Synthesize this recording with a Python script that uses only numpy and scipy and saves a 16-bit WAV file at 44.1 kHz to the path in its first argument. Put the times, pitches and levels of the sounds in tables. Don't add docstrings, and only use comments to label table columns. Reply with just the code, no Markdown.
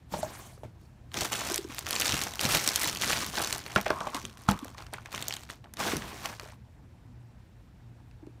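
import sys
import numpy as np
from scipy import signal
from scipy.fft import rfft, irfft, next_fast_len
from scipy.io import wavfile
from scipy.ndimage import uniform_filter1d

SR = 44100
rng = np.random.default_rng(int(sys.argv[2]) if len(sys.argv) > 2 else 0)


def nominal_scale(level):
    x = np.asarray(level, float) / 20
    return 10 ** x


def output_pcm(signal):
    pcm = np.clip(np.atleast_2d(signal).T, -1, 1) * 32767
    wavfile.write(sys.argv[1], SR, np.round(pcm).astype(np.int16))


N = 370437

# (frequency [Hz], density [dB per Hz])
FILM_COLOUR = [(880, -31), (1500, -5), (4430, 0), (4940, 0.5), (6080, 4), (7620, -9.5), (9100, -0.5),
               (10400, -10), (13000, -15), (15800, -20)]
# (frequency [Hz], density [dB per Hz])
BAG_COLOUR = [(150, -31), (250, -12.5), (383, 8.5), (502, -20.5), (785, 11), (2130, 3), (3000, 3),
              (3900, -30), (6600, -120)]
# (frequency [Hz], density [dB per Hz])
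CARTON_COLOUR = [(880, -35), (1500, -15), (1810, -11), (2100, -11), (3900, 1.5), (8410, 3.5), (15800, -8.5)]
# (time [s], rubbing noise over clicks [ratio])
RUBBING = [
    (1.09, 1.6),
    (1.11, .55),
    (2.39, .55),
    (2.43, 1.3),
    (2.56, 1.3),
    (2.6, .55),
    (5.75, .3),
    (5.79, 1.1),
    (6.33, 1.1),
    (6.38, .4),
]
# (start [s], hold [s], film crackle [dB], bag and table rustle [dB])
GRABS = [(0.127, 0.017, -46, -40.5), (0.179, 0.29, -53, -42), (0.802, 0.066, -74.5, -83),
         (1.145, 0.15, -47.5, -39.5), (1.33, 0.21, -39.5, -38), (1.59, .09, -64.5, -55),
         (1.701, 0.071, -50, -47), (1.81, .04, -53, -50), (1.882, 0.082, -39, -38),
         (2.024, 0.21, -36.5, -35.5), (2.31, .07, -51, -45.5), (2.413, 0.064, -37, -34),
         (2.518, 0.037, -31, -44), (2.604, 0.16, -38.5, -38), (2.767, 0.097, -37, -42),
         (2.93, 0.099, -45, -70), (3.017, 0.2, -34.5, -41.5), (3.27, .055, -48, -44),
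         (3.346, 0.11, -40, -34), (3.5, 0.039, -40.5, -39), (3.66, 0.6, -51, -44), (4.155, 0.02, -57, -44),
         (4.384, 0.16, -60.5, -55), (4.528, 0.17, -59, -50.5), (4.781, 0.022, -57.5, -45.5),
         (4.93, 0.19, -66, -51.5), (5.122, 0.23, -47, -43), (5.797, 0.13, -39, -31.5),
         (6.018, 0.23, -50, -40.5), (6.239, 0.025, -46.5, -45), (6.41, 0.067, -57.5, -50.5)]
# (time [s], film crackle [dB], bag and table rustle [dB])
JERKS = [(0.637, -62, -46), (3.762, -40.5, -20), (3.861, -54, -28), (3.905, -50, -28), (4.146, -36, -42),
         (4.068, -57, -32), (4.25, -53, -61), (4.488, -35, -24.5), (4.932, -51, -34), (5.056, -58, -48),
         (5.502, -45, -38.5), (5.642, -72.5, -45.5)]
# (time [s], film peak [dB], bag rustle [dB])
CLUMPS = [(1.165, -14, -28.5), (1.207, -11, -33), (1.2464, -11.5, -26.5), (1.32, -10.5, -34.5),
          (1.3794, -24, -32), (1.4494, -20, -28.5), (1.5, -25, -30.5), (1.541, -24.5, -33),
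          (1.886, -19.5, -35.5), (1.929, -18.5, -35), (1.9624, -22, -41), (2.001, -8.5, -37),
          (2.057, -8.5, -43), (2.0931, -13.5, -30.5), (2.142, -18, -41.5), (2.167, -16, -32),
          (2.264, -30, -31.5), (2.4339, -16, -31.5), (2.4508, -13.5, -29.5), (2.4894, -12, -31.5),
          (2.5202, -13.5, -34), (2.544, -4, -32), (2.664, -13, -34.5), (2.8155, -8.5, -33.5),
          (2.8749, -9.5, -31.5), (2.9287, -35, -43), (3.0444, -18.5, -41.5), (3.0944, -10, -30),
          (3.1258, -17.5, -26.5), (3.1632, -20.5, -29.5), (3.2046, -22.5, -40.5), (3.2244, -34.5, -33),
          (3.3712, -13, -26), (3.3982, -21, -43), (3.4206, -15, -37), (3.4444, -19.5, -32),
          (3.5394, -20.5, -35), (5.8277, -19.5, -30), (5.8694, -18, -24), (5.917, -19, -27),
          (6.2475, -21, -34.5), (6.2911, -30, -35.5), (6.3244, -38, -36), (6.4294, -33, -46)]
# (time [s], peak [dB], pitch
# [Hz])
CREASE_SNAPS = [(0.2298, -27, 4500), (0.634, -44, 3400), (0.8135, -52, 8860), (1.1174, -37, 3040),
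                (1.1426, -18, 3600), (1.1766, -22, 3040), (1.2088, -14, 4560), (1.2178, -20, 3370),
                (1.2561, -33, 5480), (1.32, -22, 3110), (1.326, -20.5, 3450), (1.3382, -17, 3580),
                (1.3558, -17, 3600), (1.4297, -31, 3470), (1.4995, -19, 5660), (1.5203, -17.5, 6330),
                (1.5433, -10.5, 6200), (1.5594, -13, 8750), (1.5791, -12, 5000), (1.7234, -29, 3780),
                (1.747, -24, 6400), (1.7833, -20.5, 3140), (1.7907, -18.5, 7800), (1.8266, -34, 3930),
                (1.8602, -30, 3890), (1.8667, -17, 3120), (1.888, -17.5, 6200), (1.9078, -10.5, 5200),
                 (1.929, -17, 3230), (1.9539, -14, 3800), (1.9624, -11.5, 2640), (1.9864, -18, 2730),
                 (1.9989, -11.5, 6030), (2.0127, -12.5, 8140), (2.0202, -14.5, 2740), (2.0557, -14, 4840),
                 (2.0677, -14, 5590), (2.0934, -11.5, 3600), (2.1223, -11, 3640), (2.142, -11, 3800),
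                 (2.1678, -18.5, 3520), (2.2154, -12.5, 4470), (2.2214, -16.5, 6590), (2.2264, -24.5, 4060),
                 (2.237, -13, 7300), (2.3201, -30.5, 4610), (2.3365, -24, 3820), (2.356, -21.5, 7200),
                 (2.394, -14, 3150), (2.4064, -18, 5900), (2.4116, -14.5, 5150), (2.433, -21, 5150),
                 (2.442, -22, 4410), (2.4524, -13.5, 4400), (2.4615, -18, 3130), (2.4898, -15, 5700),
                 (2.5082, -17, 3070), (2.5202, -15, 6020), (2.5507, -10.5, 6010), (2.5712, -8, 4770),
                (2.6204, -23, 5560), (2.6623, -21, 4510), (2.6763, -4.5, 5730), (2.6894, -7, 5530),
                 (2.7004, -22, 5710), (2.7342, -19, 4400), (2.7414, -21, 6600), (2.7534, -19.5, 6290),
                 (2.7591, -3, 6350), (2.7774, -22, 6370), (2.7954, -16, 7080), (2.815, -19.5, 6240),
                 (2.8204, -23, 5690), (2.8449, -13, 4450), (2.8749, -14, 6620), (2.8784, -19, 3810),
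                 (2.8884, -18, 3800), (2.8954, -21, 5290), (2.9287, -21, 4250), (2.9497, -20, 5720),
                 (2.9597, -23, 3160), (2.9721, -18, 4460), (3.0154, -18, 5800), (3.021, -13, 4000),
                 (3.0304, -19.5, 4140), (3.0385, -24, 5700), (3.0444, -15, 3370), (3.1018, -16.5, 3390),
                 (3.1154, -19, 4500), (3.1258, -14.5, 2580), (3.1304, -15.5, 3210), (3.1624, -20.5, 2630),
                 (3.2046, -20.5, 3300), (3.2645, -19.5, 5500), (3.2989, -25, 3990), (3.3363, -31, 4160),
                 (3.3712, -17, 3870), (3.3982, -27, 3040), (3.4201, -27, 3210), (3.4401, -22, 4110),
                 (3.4464, -15, 4150), (3.4735, -18, 4670), (3.5004, -29, 6010), (3.5269, -13.5, 4360),
                 (3.5808, -24.5, 5820),
                (3.6634, -24, 2730), (3.7195, -31, 3170), (3.7537, -24.5, 6400), (3.7608, -11.5, 3090),
                  (3.812, -21, 6240), (3.8634, -26, 3300), (3.8806, -23, 2470), (3.9042, -17.5, 3860),
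                  (4.0053, -25, 2600), (4.0701, -28, 2900), (4.146, -21, 3620), (4.166, -30, 2980),
                  (4.2521, -22, 3620), (4.297, -38, 3150), (4.373, -35, 3080), (4.4884, -17, 4500),
                  (4.5124, -17.5, 7800), (4.575, -43, 7070), (4.5908, -28.5, 3580), (4.6463, -26, 7660),
                  (4.6812, -37, 3830), (4.7015, -47, 3110), (4.7463, -39, 4490), (4.781, -31.5, 2750),
                  (4.787, -36, 3830), (4.8233, -32.5, 2780), (4.8663, -35.5, 2590), (4.9365, -24, 4340),
                  (4.945, -43, 3560), (4.959, -49, 2300), (4.833, -47, 5200), (4.7355, -50, 2600),
                  (4.984, -40, 2640),
                (5.0588, -29, 2270), (5.1267, -32, 2250), (5.1476, -21, 2960), (5.1593, -26, 2700),
                      (5.1778, -22, 2260), (5.215, -27, 6760), (5.225, -16.5, 4100), (5.2826, -13, 7000),
                      (5.3082, -22, 2370), (5.3252, -18.5, 3800), (5.3384, -19, 4500), (5.367, -22.5, 3500),
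                      (5.434, -36, 4030), (5.4907, -37, 2640), (5.4999, -26, 2210), (5.6416, -45, 2220),
                      (5.7376, -30.5, 6860), (5.7703, -28, 4000), (5.918, -20, 2310), (5.9675, -18, 5850),
                      (6.0214, -26, 2260), (6.2574, -16.5, 2730), (6.291, -42, 5000), (6.3973, -24.5, 2660),
                      (6.4985, -47, 2600), (6.5217, -41, 5530), (6.724, -60, 2350), (8.112, -50, 2600),
                      (8.2671, -48, 2540)]
# (time [s], peak [dB], pitch [Hz])
FOLD_POPS = [(0.138, -21, 910), (0.166, -29, 590), (0.189, -27, 646), (0.244, -29, 921), (0.268, -46, 606),
             (0.577, -42, 603), (0.644, -40, 638), (2.266, -26.5, 754), (2.459, -21, 1080),
             (2.489, -19.5, 1160), (2.709, -21, 2010), (2.838, -17.5, 2030), (2.859, -23, 991),
             (3.034, -18, 2080), (3.104, -15.5, 1590), (3.129, -28, 1930), (3.174, -27, 1220),
             (3.377, -20.5, 1580), (3.399, -20.5, 1520), (3.439, -26, 1550), (3.781, -17.5, 865),
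             (3.867, -19.5, 616), (3.911, -24, 1220), (4.011, -21, 1090), (4.046, -32, 1060),
             (4.133, -31, 1080), (4.168, -35, 1110), (4.575, -32, 1280), (4.654, -32, 534),
             (4.68, -36, 1280), (4.748, -34.5, 1250), (4.822, -33, 1370), (4.959, -44, 931),
             (4.982, -30, 1330), (6.304, -44, 1080), (6.337, -41, 1070), (6.407, -40, 619),
             (6.431, -36, 452), (6.459, -37, 651), (6.497, -46, 626), (6.523, -39, 1040),
             (6.532, -47, 1050)]
# (time [s], peak [dB], pitch [Hz], table thud [dB])
KNOCKS = [(0.138, -26.5, 857, -33), (0.23, -19.5, 634, -47), (0.634, -31.5, 640, -42),
          (1.22, -24, 640, -43), (1.414, -26, 1110, -55), (1.499, -29.5, 714, -55), (3.761, -7, 1404, -20),
          (3.863, -18.5, 1153, -45), (3.905, -11.5, 1165, -38), (4.007, -27, 1250, -39),
          (4.07, -23.5, 1100, -50), (4.148, -23.5, 1090, -67), (4.487, -9, 1320, -12.5),
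          (4.511, -28, 906, -42), (4.945, -49, 1130, -48), (5.804, -30, 912, -39), (6.255, -28, 619, -62),
          (8.267, -54, 501, -50.5)]
# (frequency [Hz], level [dB], decay by 60 dB [s])
SHELL_MODES = [(628, -4, 0.035), (859, -3, 0.022), (1080, -17, 0.056), (1502, -11.5, 0.023)]
# (frequency [Hz], level [dB], decay by 60 dB [s])
TABLE_MODES = [(118.5, -13, 0.041), (198, 16, 0.045)]
# (time [s], peak [dB], pitch [Hz], length [s])
TUBE_BUMPS = [(1.177, -29, 310, 0.0039), (1.512, -28.5, 360, 0.0095), (1.587, -28.5, 372, 0.0089),
              (1.647, -30.5, 347, 0.0063), (1.694, -38, 280, 0.0089), (2.675, -30, 270, 0.0055),
              (2.843, -37, 320, 0.013), (4.144, -33, 275, 0.014), (4.625, -31.5, 265, 0.01),
              (5.934, -19.5, 336, 0.0037), (8.226, -41.5, 310, 0.012), (8.27, -36.5, 326, 0.0065)]
# (time [s], level [dB])
SLIDE_LEVEL = [(2.88, -55), (2.93, -51), (3.0, -56), (3.03, -58.5), (3.19, -55.5), (3.23, -39), (3.28, -55),
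               (3.32, -70), (3.9, -62.5), (3.93, -47), (4.02, -39), (4.09, -50), (4.115, -56), (4.17, -34),
               (4.23, -61.5), (4.45, -61.5), (4.53, -46), (4.62, -52.5), (4.74, -67)]
# (time [s], level [dB], fading time [s])
HAND_JOLTS = [(0.12, -42, 0.024), (0.15, -35, 0.052), (0.19, -41, 0.025), (0.24, -35.5, 0.019),
              (0.65, -42.5, 0.021), (1.19, -35, 0.038), (1.5, -49, 0.11), (2.14, -38.5, 0.08),
              (2.455, -35.5, 0.068), (2.55, -38, 0.04), (2.88, -37.5, 0.033), (3.12, -41, 0.41),
              (3.9, -47, 0.11), (4.24, -39.5, 0.043), (4.5, -23, 0.025), (5.16, -47, 0.14),
              (5.95, -36.5, 0.079), (6.28, -46, 0.02)]
# (frequency [Hz], density [dB per Hz])
HUM_COLOUR = [(15, -39), (25, -11), (59, 3.5), (124, -2), (162, -9.5), (227, -9), (461, -25), (776, -21.5),
              (1400, -34), (1820, -65), (3080, -120)]
# (frequency [Hz], density [dB per Hz])
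HISS_COLOUR = [(820, -31), (1400, -1), (3920, -11), (4760, -12), (16000, -23)]
# (frequency [Hz], width [Hz], depth [0-1])
PORT_DIPS = [
    (4970, 150, .5),
    (10450, 510, 0.6),
]

BAG_TOUCHED_S, BAG_STILL_S = 1.1, 6.56
ATTACK_DB_PER_S, RELEASE_DB_PER_S = 797.5, 137
FILM_SAG_DB_PER_S, BAG_SAG_DB_PER_S = 10, 24
JERK_ATTACK_DB_PER_S, JERK_RELEASE_DB_PER_S = 3000, 381
CLUMP_ATTACK_DB_PER_S, CLUMP_RELEASE_DB_PER_S = 1498.5, 452
PUFF_DB, PUFF_FOLLOWS = -40.5, .2
POP_CYCLES = 13
JOLT_RISE_SHARE = 0.28
HUM_DB, HISS_DB = -52.5, -73
DRONE_HZ, DRONE_DB = 119, -57
ROOM_T60_S, WALL_CUT_HZ = 0.18, 1400
TOP_HZ = 15800


def crackle(spectrum, per_s, clump_db, spread_db, cycles, rubbing, wide, count):
    flutter = drift(160)
    flutter = rms_one(flutter - uniform_filter1d(flutter, size=600))
    flutter = np.minimum(flutter, 1.8)
    click_share = 1 / np.sqrt(1 + rubbing ** 2)
    effort = nominal_scale(clump_db * flutter * click_share)
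    sizes = nominal_scale(spread_db * np.minimum(rng.exponential(1, N), 3)) * rng.choice([-1, 1], N)
    clicks = sizes * (rng.random(N) < per_s * effort / SR)
    rub = rubbing * rng.standard_normal((2, N))
    pitches = np.geomspace(spectrum[1][0], spectrum[-1][0], count)
    patch = rng.integers(0, count, N)
    out = np.zeros(N)
    for k, hz in enumerate(pitches):
        struck = rms_one(clicks * (wide + (patch == k)))
        drive = (struck + rub[k % 2]) * click_share
        level = nominal_scale(at_hz(spectrum, hz) + 2.97 * drift(20)) * np.sqrt(hz)
        out += (-1) ** k * level * rms_one(ring(drive, hz, cycles / hz))
    return rms_one(out * np.sqrt(effort))


def handling():
    film, bag = [], []
    for s, hold, film_db, bag_db in GRABS:
        film.append(film_db + stroke_db(s, hold, FILM_SAG_DB_PER_S, ATTACK_DB_PER_S, RELEASE_DB_PER_S))
        bag.append(bag_db + stroke_db(s, hold, BAG_SAG_DB_PER_S, ATTACK_DB_PER_S, RELEASE_DB_PER_S))
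    for s, film_db, bag_db in JERKS:
        shape = stroke_db(s, 0, 0, JERK_ATTACK_DB_PER_S, JERK_RELEASE_DB_PER_S)
        film.append(film_db + shape)
        bag.append(bag_db + shape)
    for s, peak_db, bag_db in CLUMPS:
        shape = stroke_db(s + 0.003, 0.005, 0, CLUMP_ATTACK_DB_PER_S, CLUMP_RELEASE_DB_PER_S)
        film.append(peak_db - 22.5 + shape)
        bag.append(bag_db - 4.5 + shape)
    return summed(film), summed(bag)


def snaps():
    out, t = np.zeros(N), np.arange(800) / SR
    rows = CREASE_SNAPS
    noise = rng.standard_normal((len(rows), 2, len(t)))
    for (s, peak_db, hz), (ragged, puff) in zip(rows, noise):
        tail = nominal_scale(-60 * t / 0.0067) + 0.24 * nominal_scale(-60 * t / 0.028)
        tick = 3.7 * (t == 0) + ragged * tail
        crease = ring(tick, hz, 7.0 / hz)
        neighbour_hz = hz * (1.7 + .35 * np.tanh(puff[0]))
        neighbour = ring(tick, neighbour_hz, 9.0 / hz)
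        wide = band(tick, min(.45 * hz, 3000), min(2.6 * hz, 11500))
        snap = peak_one(crease) + 0.69 * peak_one(neighbour) + 0.7 * peak_one(wide)
        snap[70:] += 0.087 * snap[:-70]
        add(out, s, snap, peak_db + .1)
        puff_db = min(PUFF_DB + PUFF_FOLLOWS * (peak_db + 30.5), peak_db - 6.5)
        add(out, s, band(puff * nominal_scale(-60 * t / 0.016), 610, 1700), puff_db)
    return out


def pops():
    out, t = np.zeros(N), np.arange(1600) / SR
    for (s, peak_db, hz), noise in zip(FOLD_POPS, rng.standard_normal((len(FOLD_POPS), len(t)))):
        push = noise * nominal_scale(-60 * t / 0.017)
        pop = band(ring(push, hz, POP_CYCLES / hz), 0.34 * hz, 4.7 * hz)
        add(out, s, pop, peak_db - 3.5)
    return out


def knocks():
    out, t = np.zeros(N), np.arange(5000) / SR
    chance = rng.standard_normal((len(KNOCKS), len(t) + len(SHELL_MODES)))
    for (s, peak_db, hz, thud_db), draw in zip(KNOCKS, chance):
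        noise = draw[:len(t)]
        contact = (t == 0) + 0.1 * noise * nominal_scale(-60 * t / 0.031)
        swell = t / 0.00275 * np.exp(1 - t / 0.0015)
        shell = swell * np.sin(2 * np.pi * hz * t * (1.08 - 15 * t))
        shell += 1.9 * band(noise * nominal_scale(-60 * t / 0.019), 0.43 * hz, 1.15 * hz)
        for (mode_hz, mode_db, t60), uneven in zip(SHELL_MODES, draw[len(t):]):
            level = nominal_scale(mode_db + 2.0 * uneven - 10 * abs(np.log2(mode_hz / hz)))
            shell += np.sign(uneven) * level * ring(contact, mode_hz, t60)
        add(out, s, shell, peak_db - 0.5)
        push = np.sin(np.pi * np.minimum(t / 0.0033, 1))
        thud = sum(nominal_scale(db) * ring(push, f, t60) for f, db, t60 in TABLE_MODES)
        add(out, s, thud, thud_db + 0.5)
    return out


def bumps():
    out, t = np.zeros(N), np.arange(4000) / SR
    for s, peak_db, hz, length in TUBE_BUMPS:
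        swell = (t / length) ** 2 * np.exp(-2 * t / length * 1.8)
        add(out, s, swell * np.sin(2 * np.pi * hz * t), peak_db + 0.058)
    return out


def slide():
    grit = rng.standard_normal(N) * nominal_scale(3 * np.clip(drift(40), -2, 1.2))
    s, level_db = np.transpose(SLIDE_LEVEL)
    level = nominal_scale(np.interp(np.arange(N) / SR, s, level_db, left=-120, right=-120))
    return level * rms_one(ring(grit, 1110, 0.01))


def rumble():
    lumps = band(rng.standard_normal(N), 45, 230) * nominal_scale(4 * np.clip(drift(20), -3, 1.8))
    jolts = []
    for s, db, dying in HAND_JOLTS:
        jolts.append(db + stroke_db(s, 0, 0, 10 / (JOLT_RISE_SHARE * dying), 10 / dying))
    return rms_one(lumps) * summed(jolts)


def hum():
    drone = rms_one(ring(rng.standard_normal(N), DRONE_HZ, 0.79))
    hiss = nominal_scale(HISS_DB + 2) * coloured(HISS_COLOUR, flicker_db=1)
    return nominal_scale(HUM_DB) * coloured(HUM_COLOUR, flicker_db=2.5) + nominal_scale(DRONE_DB) * drone + hiss


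def room(x):
    size = next_fast_len(N + SR)
    w = 2 * np.pi * np.arange(size // 2 + 1) / size
    dull = 1 / (1 + 1j * w * SR / (2 * np.pi * WALL_CUT_HZ))
    out = np.zeros((2, len(w)), complex)
    for k, lag in enumerate(rng.integers(250, 1300, 16)):
        loop = nominal_scale(-60 * lag / SR / ROOM_T60_S) * dull * np.exp(-1j * w * lag)
        out[k % 2] += loop / (1 - loop) * (-1) ** (k // 2)
    return irfft(out * rfft(x, size), size)[:, :N]


def stroke_db(start, hold, sag, rise, fall):
    t = np.arange(0, N, 64) / SR - start
    return rise * np.minimum(t, 0) - sag * np.clip(t, 0, hold) - fall * np.maximum(t - hold, 0)


def summed(levels_db):
    gain = np.sqrt(np.sum(nominal_scale(np.maximum(levels_db, -200)) ** 2, axis=0))
    return np.interp(np.arange(N) / 64, np.arange(len(gain)), gain)


def coloured(spectrum, flicker_db):
    edges = 22 * 2 ** np.arange(0, 9.6, .5)
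    edges = edges[(edges >= spectrum[0][0]) & (edges <= 1.1 * spectrum[-1][0])]
    out, white = 0, rng.standard_normal((2, N))
    for k, (low, high) in enumerate(zip(edges, edges[1:])):
        level = nominal_scale(at_hz(spectrum, np.sqrt(low * high)) + flicker_db * drift(22))
        out = out + level * band(white[k % 2], low, high)
    return rms_one(out)


def ring(clicks, hz, t60):
    r = nominal_scale(-60 / (t60 * SR))
    w = 2 * np.pi * min(hz, .45 * SR) / SR
    return signal.lfilter([0, np.sin(w)], [1, -2 * r * np.cos(w), r * r], clicks + 1e-18)


def drift(rate):
    r = np.exp(-40 * np.pi * rate / SR)
    slow = signal.lfilter([1], [1, -2 * r, r * r], rng.standard_normal(N // 20 + 2002))[2000:]
    return np.interp(np.arange(N) / 20, np.arange(len(slow)), rms_one(slow))


def band(x, low_hz, high_hz):
    return signal.sosfilt(signal.butter(2, [low_hz, high_hz], "band", fs=SR, output="sos"), x)


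def at_hz(points, hz):
    f, db = np.transpose(points)
    return np.interp(np.log(hz), np.log(f), db)


def rms_one(x):
    return x / np.sqrt(np.mean(x ** 2) + 1e-20)


def peak_one(x):
    return x / np.max(np.abs(x))


def add(out, s, sound, peak_db):
    i = int(s * SR)
    out[i:i + len(sound)] += (nominal_scale(peak_db) * peak_one(sound))[:N - i]


def scene():
    film_gain, bag_gain = handling()
    t = np.arange(N) / SR
    rubbing = np.interp(t, *np.transpose(RUBBING))
    film = crackle(FILM_COLOUR, per_s=1800, clump_db=4.5, spread_db=0.5, cycles=6.9,
                   rubbing=rubbing, wide=0.048, count=15)
    bag = crackle(BAG_COLOUR, per_s=900, clump_db=3.0, spread_db=3.5, cycles=7.8,
                  rubbing=rubbing, wide=0.084, count=10)
    film = np.where(t < BAG_TOUCHED_S, coloured(CARTON_COLOUR, flicker_db=4.0), film)
    plastic = nominal_scale(2.5) * film_gain * film + nominal_scale(-4.0) * bag_gain * bag
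    rustle = (t < BAG_STILL_S) * plastic + slide()
    hits = snaps() + pops() + knocks()
    near = rustle + hits + bumps()
    wet, other = room(near)
    aside = np.maximum(drift(2.8) - .4, 0)
    treble = np.roll(band(near, 5000, 16000), 2)
    side = nominal_scale(-30) * (.5 * drift(9) - 1) * hits
    side += nominal_scale(-32) * drift(6) * rustle
    side += aside * (nominal_scale(-13) * treble - nominal_scale(-28) * near)
    side += nominal_scale(-50) * other
    mid = near + nominal_scale(-15.5) * wet + rumble() + hum()
    return np.array([mid + side, mid - side])


def top_cut(x):
    return signal.sosfilt(signal.butter(12, 16970, fs=SR, output="sos"), x)


def record(dry):
    for hz, width, depth in PORT_DIPS:
        b, a = signal.iirpeak(hz, hz / width, fs=SR)
        dry = dry - depth * signal.lfilter(b, a, dry)
    dry = signal.sosfilt(signal.butter(2, 42, "high", fs=SR, output="sos"), dry)
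    dry = .75 * np.tanh(dry / .75)
    dry = signal.sosfilt(signal.cheby2(10, 35, TOP_HZ + 250, fs=SR, output="sos"), dry)
    return top_cut(dry)


dry = scene()
out = record(dry)
output_pcm(out)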